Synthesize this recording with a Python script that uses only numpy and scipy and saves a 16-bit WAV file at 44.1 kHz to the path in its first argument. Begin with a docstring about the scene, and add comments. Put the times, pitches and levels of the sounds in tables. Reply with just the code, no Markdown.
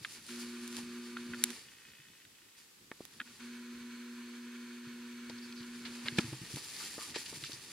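"""A hand-held camera's zoom motor hums in, and later out again, its gears whirring in the housing.
In between, the focus motor chatters faintly as its tiny nudges ring the lens barrel.
Fingers and a sleeve rub and scuff the case, the zoom switch ticks, the shell snaps and the grip thumps.
Under it all the hand rumbles, the microphones hiss and the electronics whistle thinly.
The camera is on a still, open plain, so there is no echo."""
import sys
import numpy as np
from scipy import signal
from scipy.fft import rfft, irfft
from scipy.io import wavfile
from scipy.ndimage import uniform_filter1d

SR = 44100
rng = np.random.default_rng(int(sys.argv[2]) if len(sys.argv) > 2 else 0)


def dump_mix(stems):
    """Bounce the given channels to the path in sys.argv[1] as a 16-bit WAV at rate SR."""
    frames = np.atleast_2d(stems).T  # one column per channel
    limited = np.clip(frames, -1, 1)  # hard clip at full scale
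    pcm = np.round(limited * 32767).astype(np.int16)
    wavfile.write(sys.argv[1], SR, pcm)


N = 340672

FOCUS_HZ = 60.0  # focus nudges per second, two for each picture frame
# How hard the restless hand rubs the case: t/s, level/dB
HAND_RUBBING = [(0, -57.5), (.95, -56), (1.3, -57.5), (1.55, -52.5), (1.74, -62), (2.45, -71.5),
                (2.92, -68), (3.03, -62), (3.08, -62.5), (3.4, -58), (3.7, -65.5), (5.2, -63.5),
                (5.75, -57.5), (6.0, -53), (6.42, -51), (7.1, -52), (7.72, -53)]
# Fingers knocking on the case: t/s, peak/dB, f/Hz, ring time/s (to fade by 60 dB), grit level/dB
FINGER_KNOCKS = [(2.915, -33.5, 415, 0.0059, -57), (3.006, -34, 382, 0.0048, -60),
                 (5.2986, -38, 390, 0.0043, -52.5), (6.185, -17.5, 196, 0.011, -58),
                 (6.191, -23, 268, 0.013, -42), (6.328, -37.5, 295, 0.008, -48.5),
                 (6.569, -37.5, 324, 0.008, -46), (6.98, -35, 317, 0.0052, -46),
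                 (7.161, -33, 407, 0.02, -45), (7.325, -50, 297, 0.016, -50), (7.495, -42, 280, 0.01, -58)]


def undb(db):
    """Turn decibels into a gain to multiply by."""
    return 10 ** (np.asarray(db) / 20)


def unit(x):
    """Scale a signal to an average (rms) level of 1."""
    return x / np.sqrt(np.mean(x ** 2))


def frequencies():
    """The frequency of each point of the spectrum, in Hz."""
    return np.maximum(np.arange(N // 2 + 1) * SR / N, 1)


def shape(points):
    """A gain for each frequency, drawn through points of f/Hz, level/dB."""
    hz, db = np.transpose(points)
    return undb(np.interp(np.log(frequencies()), np.log(hz), db))


def resonances(peaks):
    """A gain for each frequency, for a body that favours some pitches: f/Hz, width/Hz, level/dB."""
    f = frequencies()
    power = sum(undb(db) ** 2 / (1 + ((f * f - hz * hz) / (f * width)) ** 2 / 2) ** 2
                for hz, width, db in peaks)
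    return np.sqrt(power)


def colour(x, gain):
    """Filter a signal with a gain for each frequency."""
    return irfft(rfft(x) * gain, N)


def to_microphones(noises, gain):
    """Send two noises through one body: both microphones share one and get the other with opposite sign."""
    # How unlike the two microphones sound: f/Hz, opposite part over shared part/dB
    stereo_width = [(25, -36), (120, -19.5), (400, -15.5), (700, -20), (1300, -20.5), (2400, -8.5),
                    (3400, -3), (4600, -9), (5800, 0), (7400, -1), (9700, -5), (11500, -4.5), (12600, -2),
                    (14500, 5)]
    width = shape(stereo_width)
    shared_gain = gain / np.sqrt(1 + width ** 2)
    shared = colour(noises[0], shared_gain)
    opposite = colour(noises[1], shared_gain * width)
    return unit(np.array([shared + opposite, shared - opposite]))


def wander(rate_hz):
    """A smooth random drift, about 1 in size."""
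    hold = int(SR / rate_hz)
    stairs = np.repeat(rng.standard_normal(N // hold + 1), hold)
    return 1.2 * uniform_filter1d(stairs, hold)[:N]


def curve(points):
    """Join points of t/s, value with straight lines."""
    return np.interp(np.arange(N) / SR, *np.transpose(points))


def gate(start, stop, rise_s, fade_s):
    """Rise from start, hold until stop, then die away."""
    t = np.arange(N) / SR
    return np.clip((t - start) / rise_s, 0, 1) * np.exp(-np.maximum(t - stop, 0) / fade_s)


def add(out, start, sound):
    """Mix a short sound in, start seconds from the beginning."""
    i = int(start * SR)
    out[:, i:i + sound.shape[1]] += sound[:, :N - i]


def friction(tilt_db, grain_db=3.0):
    """Many tiny, uneven slips ring the case; tilt_db per octave makes them brighter or duller."""
    # Pitches the rubbed case favours: f/Hz, width/Hz, level/dB
    case_peaks = [(318, 200, -1.5), (910, 250, -5), (1170, 120, -3), (1490, 420, -4), (1833, 170, 2.5),
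                  (2480, 1070, 2.5), (3740, 1400, 1.5), (4480, 540, 2), (4800, 560, 3), (5820, 1500, 1),
                  (7290, 770, 1.5), (8540, 900, -6.5), (9650, 950, 1), (10700, 970, -11),
                  (12300, 1400, -10.5), (14600, 580, -8.5)]
    slips = rng.standard_normal((2, N)) * undb(grain_db * wander(3000))
    brightness = undb(tilt_db * np.log2(np.maximum(frequencies(), 400)))
    return to_microphones(slips, resonances(case_peaks) * brightness)


def rubbing(hand_tone=-0.74, unsteady_db=1.42):
    """The hand never quite rests, and single strokes of skin and cloth swell and fade on top."""
    # Strokes over the case: start/s, stop/s, level/dB, tone (-3 or less is dull, 3 or more is bright)
    strokes = [(0, 0.268, -57.5, 7), (0.093, 0.154, -53, 6), (0.256, 0.433, -50.5, 5),
               (0.484, 0.75, -57.5, 3), (0.731, 0.788, -48, 0), (1.364, 1.596, -52, -0.5),
               (2.563, 2.586, -56, 5.5), (2.61, 2.625, -69, 1), (3.12, 3.17, -61.5, -2),
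               (5.87, 6.183, -56, -7), (6.154, 6.27, -49, -1.5), (6.49, 6.586, -47, 3),
               (6.617, 7.06, -48, 3), (6.673, 6.69, -48, 3), (6.762, 6.875, -45, 1), (7.162, 7.22, -48, 3),
               (7.234, 7.52, -50, 7), (7.598, 7.72, -53.5, 3)]
    touches = [(undb(curve(HAND_RUBBING)), hand_tone)]
    for start, stop, db, tone in strokes:
        touches.append((undb(db) * gate(start, stop, rise_s=0.025, fade_s=0.042), tone))
    dull_power, bright_power = 0, 0
    for gain, tone in touches:
        bright_share = np.clip(.5 + tone / 6, 0, 1)
        dull_power += (1 - bright_share) * gain ** 2
        bright_power += bright_share * gain ** 2
    dull = np.sqrt(dull_power) * friction(tilt_db=-2.26)
    bright = np.sqrt(bright_power) * friction(tilt_db=2.0)
    return (dull + bright) * undb(unsteady_db * wander(35))


def hand_rumble(rest_rumble_db=-69, rest_rubbing_db=-62, follow=0.63, unsteady_db=4.1):
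    """The hand makes a low, uneven rumble that grows as it rubs harder."""
    # Tone of the rumble: f/Hz, relative level/dB
    spectrum = [(20, 4), (60, -3), (125, 1), (220, 2), (380, -6), (650, -22.5), (2000, -46)]
    level_db = rest_rumble_db + follow * (curve(HAND_RUBBING) - rest_rubbing_db)
    rumble = to_microphones(rng.standard_normal((2, N)), shape(spectrum))
    return rumble * undb(level_db + unsteady_db * wander(14))


def electronics(hiss_db=-62, whistle_db=-81, whistle_hz=7881):
    """Each microphone hisses, and two close tones make a thin whistle that pulses at the frame rate."""
    # Tone of the hiss: f/Hz, relative level/dB
    spectrum = [(20, -12), (150, -6.5), (400, 3), (650, -8.5), (900, -4), (1500, -1.5), (4000, -0.5),
                (7000, -2.5), (10000, -4.5), (13000, -6), (15500, -12)]
    hiss = unit(colour(rng.standard_normal((2, N)), shape(spectrum)))
    whistle = 0
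    for hz in (whistle_hz, whistle_hz - FOCUS_HZ / 2):
        drifting_hz = hz * (1 + 0.00034 * wander(300))
        whistle += np.sin(2 * np.pi * np.cumsum(drifting_hz) / SR)
    return undb(hiss_db) * hiss + undb(whistle_db) * whistle


def thump(hz, ring_s, case_hz=320, case_db=-7, case_ring_s=0.4, rise_cycles=0.73):
    """The camera rocks on the palm and the case's lowest tone joins in; both fade together. Peak 1."""
    t = np.arange(SR // 5) / SR
    case_tone = undb(case_db - 60 * t / case_ring_s) * np.sin(2 * np.pi * case_hz * t)
    rise = (1 - np.exp(-t * hz / rise_cycles)) ** 2
    swing = (np.sin(2 * np.pi * hz * t) + case_tone) * rise * undb(-60 * t / ring_s)
    return swing[None] / np.abs(swing).max()


def grip_thumps():
    """The palm bumps softly, each bump with its own low pitch, and fingers knock dully."""
    # Bumps on the palm: t/s, peak/dB, f/Hz, ring time/s
    bumps = [(.011, -48.5, 120, 0.045), (1.99, -56.5, 136, 0.078), (3.207, -51.5, 247, 0.067),
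             (4.866, -47, 135, .055), (5.32, -54, 123, 0.089), (5.6, -47, 130, 0.038),
             (6.046, -44, 127, 0.046), (6.12, -38, 134, 0.044), (6.239, -36, 119, 0.075),
             (6.276, -40, 130, 0.1), (6.319, -36, 130, 0.13), (6.412, -36, 140, 0.029),
             (6.43, -43, 170, 0.027), (6.536, -33.5, 121, 0.03), (6.553, -38, 149, 0.041),
             (7.368, -44, 130, 0.037), (7.425, -45, 137, 0.076), (7.529, -46, 129, 0.052),
             (7.578, -52, 120, 0.055)]
    out = np.zeros((2, N))
    for start, db, hz, ring_s, *_ in [*bumps, *FINGER_KNOCKS]:
        add(out, start, undb(db) * thump(hz, ring_s))
    return out


def ring(tones, tilt_db, rise_s, length=1):
    """A struck part rings with fading tones that reach the two microphones out of step. Peak 1."""
    t = np.arange(SR // 10) / SR
    sound = 0
    for k, (hz, db, ring_s, left_lead) in enumerate(tones):
        strength = (-1) ** k * undb(db + tilt_db * np.log2(hz))
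        fade = undb(-60 * t / (ring_s * length))
        sound += strength * fade * np.sin(2 * np.pi * hz * t + left_lead * np.array([[.5], [-.5]]))
    sound *= 1 - np.exp(-t / rise_s)
    return sound / np.abs(sound).max()


def switch_ticks(left_db=-1.5):
    """The plastic zoom switch and case tick, each tick with its own pitch and brightness."""
    # Ticks: t/s, peak on the right/dB, tilt/(dB per octave), pitch factor
    ticks = [(0.0474, -27.5, 17, 0.93), (0.0484, -28, -5, 1.11), (0.0517, -34, 19, 0.84),
             (0.0573, -47, -13, 0.84), (1.1682, -29.3, -13, 0.97), (1.1707, -34, 15, .98),
             (1.3343, -34.5, -3, 0.98), (1.3363, -31.5, -3, 1.02), (1.3439, -33, -2, 0.97),
             (2.251, -44.5, 10.5, 1.05), (2.9168, -39, -11, 1.23), (3.2003, -28, -6, 1.14),
             (3.2018, -26, 6.5, 1.0), (3.2074, -38, 3, 0.89), (3.214, -33, 3, 1.0), (5.525, -37, 15, 1.3),
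             (5.606, -42, 15, 1.25), (5.63, -42, 14, 1.2), (6.0835, -18.5, 11, 1.13),
             (6.1872, -20.5, 15, 0.94), (6.19, -27.5, -2, 0.91), (7.438, -28, 15, 1.1),
             (7.442, -40.5, -2, 0.91)]
    # Tones of the switch and case: f/Hz, level/dB, ring time/s, left lead/rad
    switch_tones = [(1120, -19.5, 0.0036, 0), (1452, 4, 0.027, 0.13), (1670, -1, 0.015, 0.53),
                    (1864, 3.5, 0.02, 0.58), (2570, 2, 0.009, 0.45), (3190, -8.5, 0.025, 1.2),
                    (3480, -5.5, 0.011, 0.66), (3720, -1.5, 0.0058, 1.1), (4490, -14, 0.0045, 0)]
    out = np.zeros((2, N))
    for start, db, tilt_db, pitch in ticks:
        tones = np.array(switch_tones) * [pitch, 1, 1, 1]
        gains = undb(db + np.array([[left_db], [0]]))
        add(out, start, gains * ring(tones, tilt_db, rise_s=0.00021))
    return out


def zoom_drive(rise_s=0.012, hum_rise_s=0.037, fade_s=0.016, bite_gain=1.1, bite_s=0.023):
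    """Gains of the hum and the gears: the motor creeps briefly, then runs, the gears biting at first."""
    # Zooming in, then out: start/s, stop/s, hum/dB, gears/dB, hum while creeping/dB
    runs = [(0.279, 1.509, -45.5, -56, -69), (3.392, 6.25, -49.5, -56, -62)]
    creep_lead_s, creep_length_s, creep_gear_db = 0.14, 0.059, -3
    t = np.arange(N) / SR
    hum, gears = 0, 0
    for start, stop, hum_db, gear_db, creep_db in runs:
        creep_start = start - creep_lead_s
        creep = gate(creep_start, creep_start + creep_length_s, rise_s, fade_s)
        running = gate(start, stop, rise_s, fade_s)
        bite = 1 + bite_gain * np.exp(-np.abs(t - start) / bite_s)
        hum += undb(hum_db) * gate(start, stop, hum_rise_s, fade_s) + undb(creep_db) * creep
        gears += undb(gear_db) * (running * bite + undb(creep_gear_db) * creep)
    return hum, gears


def motor_hum(steps, reverse_s=2.5):
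    """The motor's steps make clean overtones, in one mix zooming in and another zooming out."""
    # Overtones: multiple of the step rate (rounded below), level zooming in/dB, level zooming out/dB
    overtones = [(2, -1, 1.35), (3, -9.5, -12.5), (4, -28.5, -25.5), (10, -24, -44), (15, -42, -26),
                 (19, -39, -31), (21, -29, -30), (24, -29, -27), (26, -33, -33), (29, -34, -49),
                 (31, -29, -49), (36, -27, -33), (37, -24.5, -23), (38, -28, -32), (39, -39, -40),
                 (40, -34, -40), (42, -42, -28.5), (45, -34, -33), (83.5, -37, -45)]
    zooming_in = np.arange(N) / SR < reverse_s
    hum = 0
    for multiple, in_db, out_db in overtones:
        strength = np.where(zooming_in, undb(in_db), undb(out_db))
        flicker = 1 + 0.064 * np.sqrt(multiple) * wander(40)
        phase = 2 * np.pi * round(multiple) * steps + rng.uniform(0, 2 * np.pi)
        hum += strength * flicker * np.sin(phase)
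    return np.sqrt(2) * hum


def gear_whirr(steps, step_hz, buzz_db=-15, throb_depth=0.083, flutter_db=1.17):
    """Gear teeth scrape in the housing; part of the scrape repeats with every step, so it buzzes."""
    # Pitches the gears and housing favour: f/Hz, width/Hz, level/dB
    gear_peaks = [(353, 88, 1.5), (995, 86, 0.5), (1120, 160, -4), (1440, 230, 3), (1690, 410, 2.5),
                  (2250, 130, 4), (2500, 230, 1), (3340, 1200, -3), (4260, 230, -1), (6280, 380, -4.5),
                  (7650, 1400, -13), (9000, 650, -19)]
    period = round(SR / step_hz)
    place_in_step = (steps * period).astype(int) % period
    buzz = rng.standard_normal((2, period))[:, place_in_step]
    scrape = rng.standard_normal((2, N)) + undb(buzz_db) * buzz
    throb = 1 + throb_depth * np.sin(4 * np.pi * steps)  # twice per step
    flutter = undb(flutter_db * wander(30))
    whirr = to_microphones(scrape * throb * flutter, resonances(gear_peaks))
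    return whirr * undb([[-.6], [.6]])  # a little louder on the right


def zoom_motor(step_hz=119.87, speed_drift=0.00085):
    """The motor turns in small steps at an almost steady rate, humming and driving its gears."""
    hum_gain, gear_gain = zoom_drive()
    steps = np.cumsum(step_hz * (1 + speed_drift * wander(25))) / SR
    return motor_hum(steps) * hum_gain + gear_whirr(steps, step_hz) * gear_gain


def shell_snaps():
    """Hard snaps briefly ring the shell right beside the microphones."""
    # Snaps: t/s, peak/dB, tilt/(dB per octave), left minus right/dB, ring time factor
    snaps = [(0.6773, -28.5, 1.5, -2, 0.9), (0.728, -33, -2, 0, .8), (0.7675, -24, -2, 0, 0.37),
             (1.4386, -4.5, 1.5, 1.5, 1.1), (1.4399, -13, 0, 1, 0.96), (1.504, -28, -3, -6, 0.88),
             (3.0527, -30.5, 2.5, -14, 0.12), (5.297, -33, -6, 2, 0.89), (6.1862, -25, -2.5, 0, 2.3),
             (6.56, -25, -2, 0, 0.7), (6.596, -39, -2, 0, .5), (7.01, -32, -7, 0, .6),
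             (7.5192, -37, -9, 3, 1.2)]
    # Tones of the shell: f/Hz, level/dB, ring time/s, left lead/rad
    shell_tones = [(1490, -3, 0.0035, .4), (2050, 0, 0.0072, 0.63), (2830, -3, 0.0068, 0.49),
                   (3660, 2, 0.0086, 1.24), (4330, -3, 0.0096, 0.42), (5780, 4.5, 0.0067, 1.5),
                   (6920, 1, 0.0079, 2.3), (7400, -4.5, 0.0097, 1.3), (8050, 0, 0.0082, 1.02),
                   (9300, 1, 0.0062, 1.6), (10200, -0.5, 0.0083, 0.72), (11280, -3.5, 0.0083, 1.4),
                   (12560, -4.5, 0.0055, 0.65), (13400, -4, .004, 1.8), (14300, -7, 0.0049, 1.4)]
    out = np.zeros((2, N))
    for start, db, tilt_db, pan_db, length in snaps:
        gains = undb(db + pan_db * np.array([[.5], [-.5]]))
        add(out, start, gains * ring(shell_tones, tilt_db, rise_s=0.00017, length=length))
    return out


def grip_scuffs(grit_rise_s=0.0044, grit_band_hz=(354, 1200)):
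    """The grip catches quickly and slides out; each knocking finger also skids with a little low grit."""
    # Scuffs: t/s, level/dB, time to the peak/s, lowest f/Hz, highest f/Hz
    scuffs = [(0.78, -53.5, 0.004, 606, 1020), (2.9149, -38.5, 0.0013, 500, 1700),
              (5.296, -44.5, 0.0032, 3720, 5500), (5.378, -52, 0.0044, 3800, 5400),
              (5.41, -58.5, .025, 4300, 5400), (5.555, -55, 0.023, 3900, 5400),
              (5.85, -42, 0.0082, 1100, 4600), (6.056, -41, 0.0067, 345, 3600),
              (6.077, -36.5, 0.00085, 348, 4000), (6.169, -44, 0.01, 2800, 6500),
              (6.1836, -26, 0.0028, 880, 4060), (6.202, -45, 0.0052, 2600, 10100),
              (6.795, -52, .013, 1090, 1620), (6.995, -54.5, 0.021, 1030, 1270),
              (7.141, -41.5, 0.013, 1400, 8500), (7.156, -40.5, 0.0056, 496, 6650),
              (7.257, -46.5, .006, 2200, 6000), (7.439, -44.5, 0.014, 2400, 7000),
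              (7.517, -39.5, 0.0017, 3400, 6500), (7.528, -46, 0.0086, 3800, 6500)]
    skids = [(start, grit_db, grit_rise_s, *grit_band_hz) for start, *_, grit_db in FINGER_KNOCKS]
    slips = friction(tilt_db=-3.4)
    t = np.arange(N) / SR
    out = np.zeros((2, N))
    for start, db, rise_s, low_hz, high_hz in [*scuffs, *skids]:
        sliding = (t >= start) & (t < start + 8 * rise_s)
        age = (t[sliding] - start) / rise_s
        band = signal.butter(2, (low_hz, high_hz), "band", fs=SR, output="sos")
        scuff = unit(signal.sosfilt(band, slips[:, sliding]))
        out[:, sliding] += undb(db) * age * np.exp(1 - age) * scuff
    return out


def focus_motor(scatter_db=1.5, tilt_scatter_db=3.0, detune=0.023, rattle_db=-8, rattle_s=0.0068):
    """Each small nudge of the motor ticks against the lens barrel, then rattles once more."""
    # Runs of the motor: start/s, stop/s, typical peak/dB, change on every other nudge/dB
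    runs = [(1.645, 1.84, -48, -3), (1.84, 2.025, -47, 0), (2.025, 2.225, -50, -1.5),
            (2.295, 2.625, -53, -5)]
    # Tones of the lens barrel: f/Hz, level/dB, ring time/s, left lead/rad
    barrel_tones = [(1505, 0, 0.012, .2), (1837, -3.5, .028, .4), (2070, 6, .007, .5),
                    (2550, -3, 0.034, .6), (2950, -8, 0.051, .9), (3400, 6, 0.0076, 0.83)]
    out = np.zeros((2, N))
    variations = rng.standard_normal((int(N / SR * FOCUS_HZ), 4))
    for nudge, (size, tilt, pitch, slack) in enumerate(variations):
        when = nudge / FOCUS_HZ + .001
        for start, stop, db, change_db in runs:
            if start <= when < stop:
                tones = np.array(barrel_tones) * [1 + detune * pitch, 1, 1, 1]
                peak_db = db + scatter_db * size + (0 if nudge % 2 else change_db)
                tick = undb(peak_db) * ring(tones, tilt_scatter_db * tilt, rise_s=0.0014)
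                add(out, when, tick)
                add(out, when + rattle_s * np.exp(slack / 2), undb(rattle_db) * tick)
    return out


def scene():
    """The camera hears itself: its motors, the hand on its case and a quiet background."""
    motors = zoom_motor() + focus_motor()
    handling = rubbing() + grip_thumps() + switch_ticks() + shell_snaps() + grip_scuffs()
    return motors + handling + hand_rumble() + electronics()


def record(dry, low_cut_hz=66, top_hz=15800):
    """The camera thins the deep bass and steeply cuts the highest treble."""
    bass_cut = signal.butter(2, low_cut_hz, "high", fs=SR, output="sos")
    treble_cut = signal.ellip(10, .2, 70, top_hz, fs=SR, output="sos")
    return signal.sosfilt(treble_cut, signal.sosfilt(bass_cut, dry))


dry = scene()
out = record(dry)
dump_mix(out)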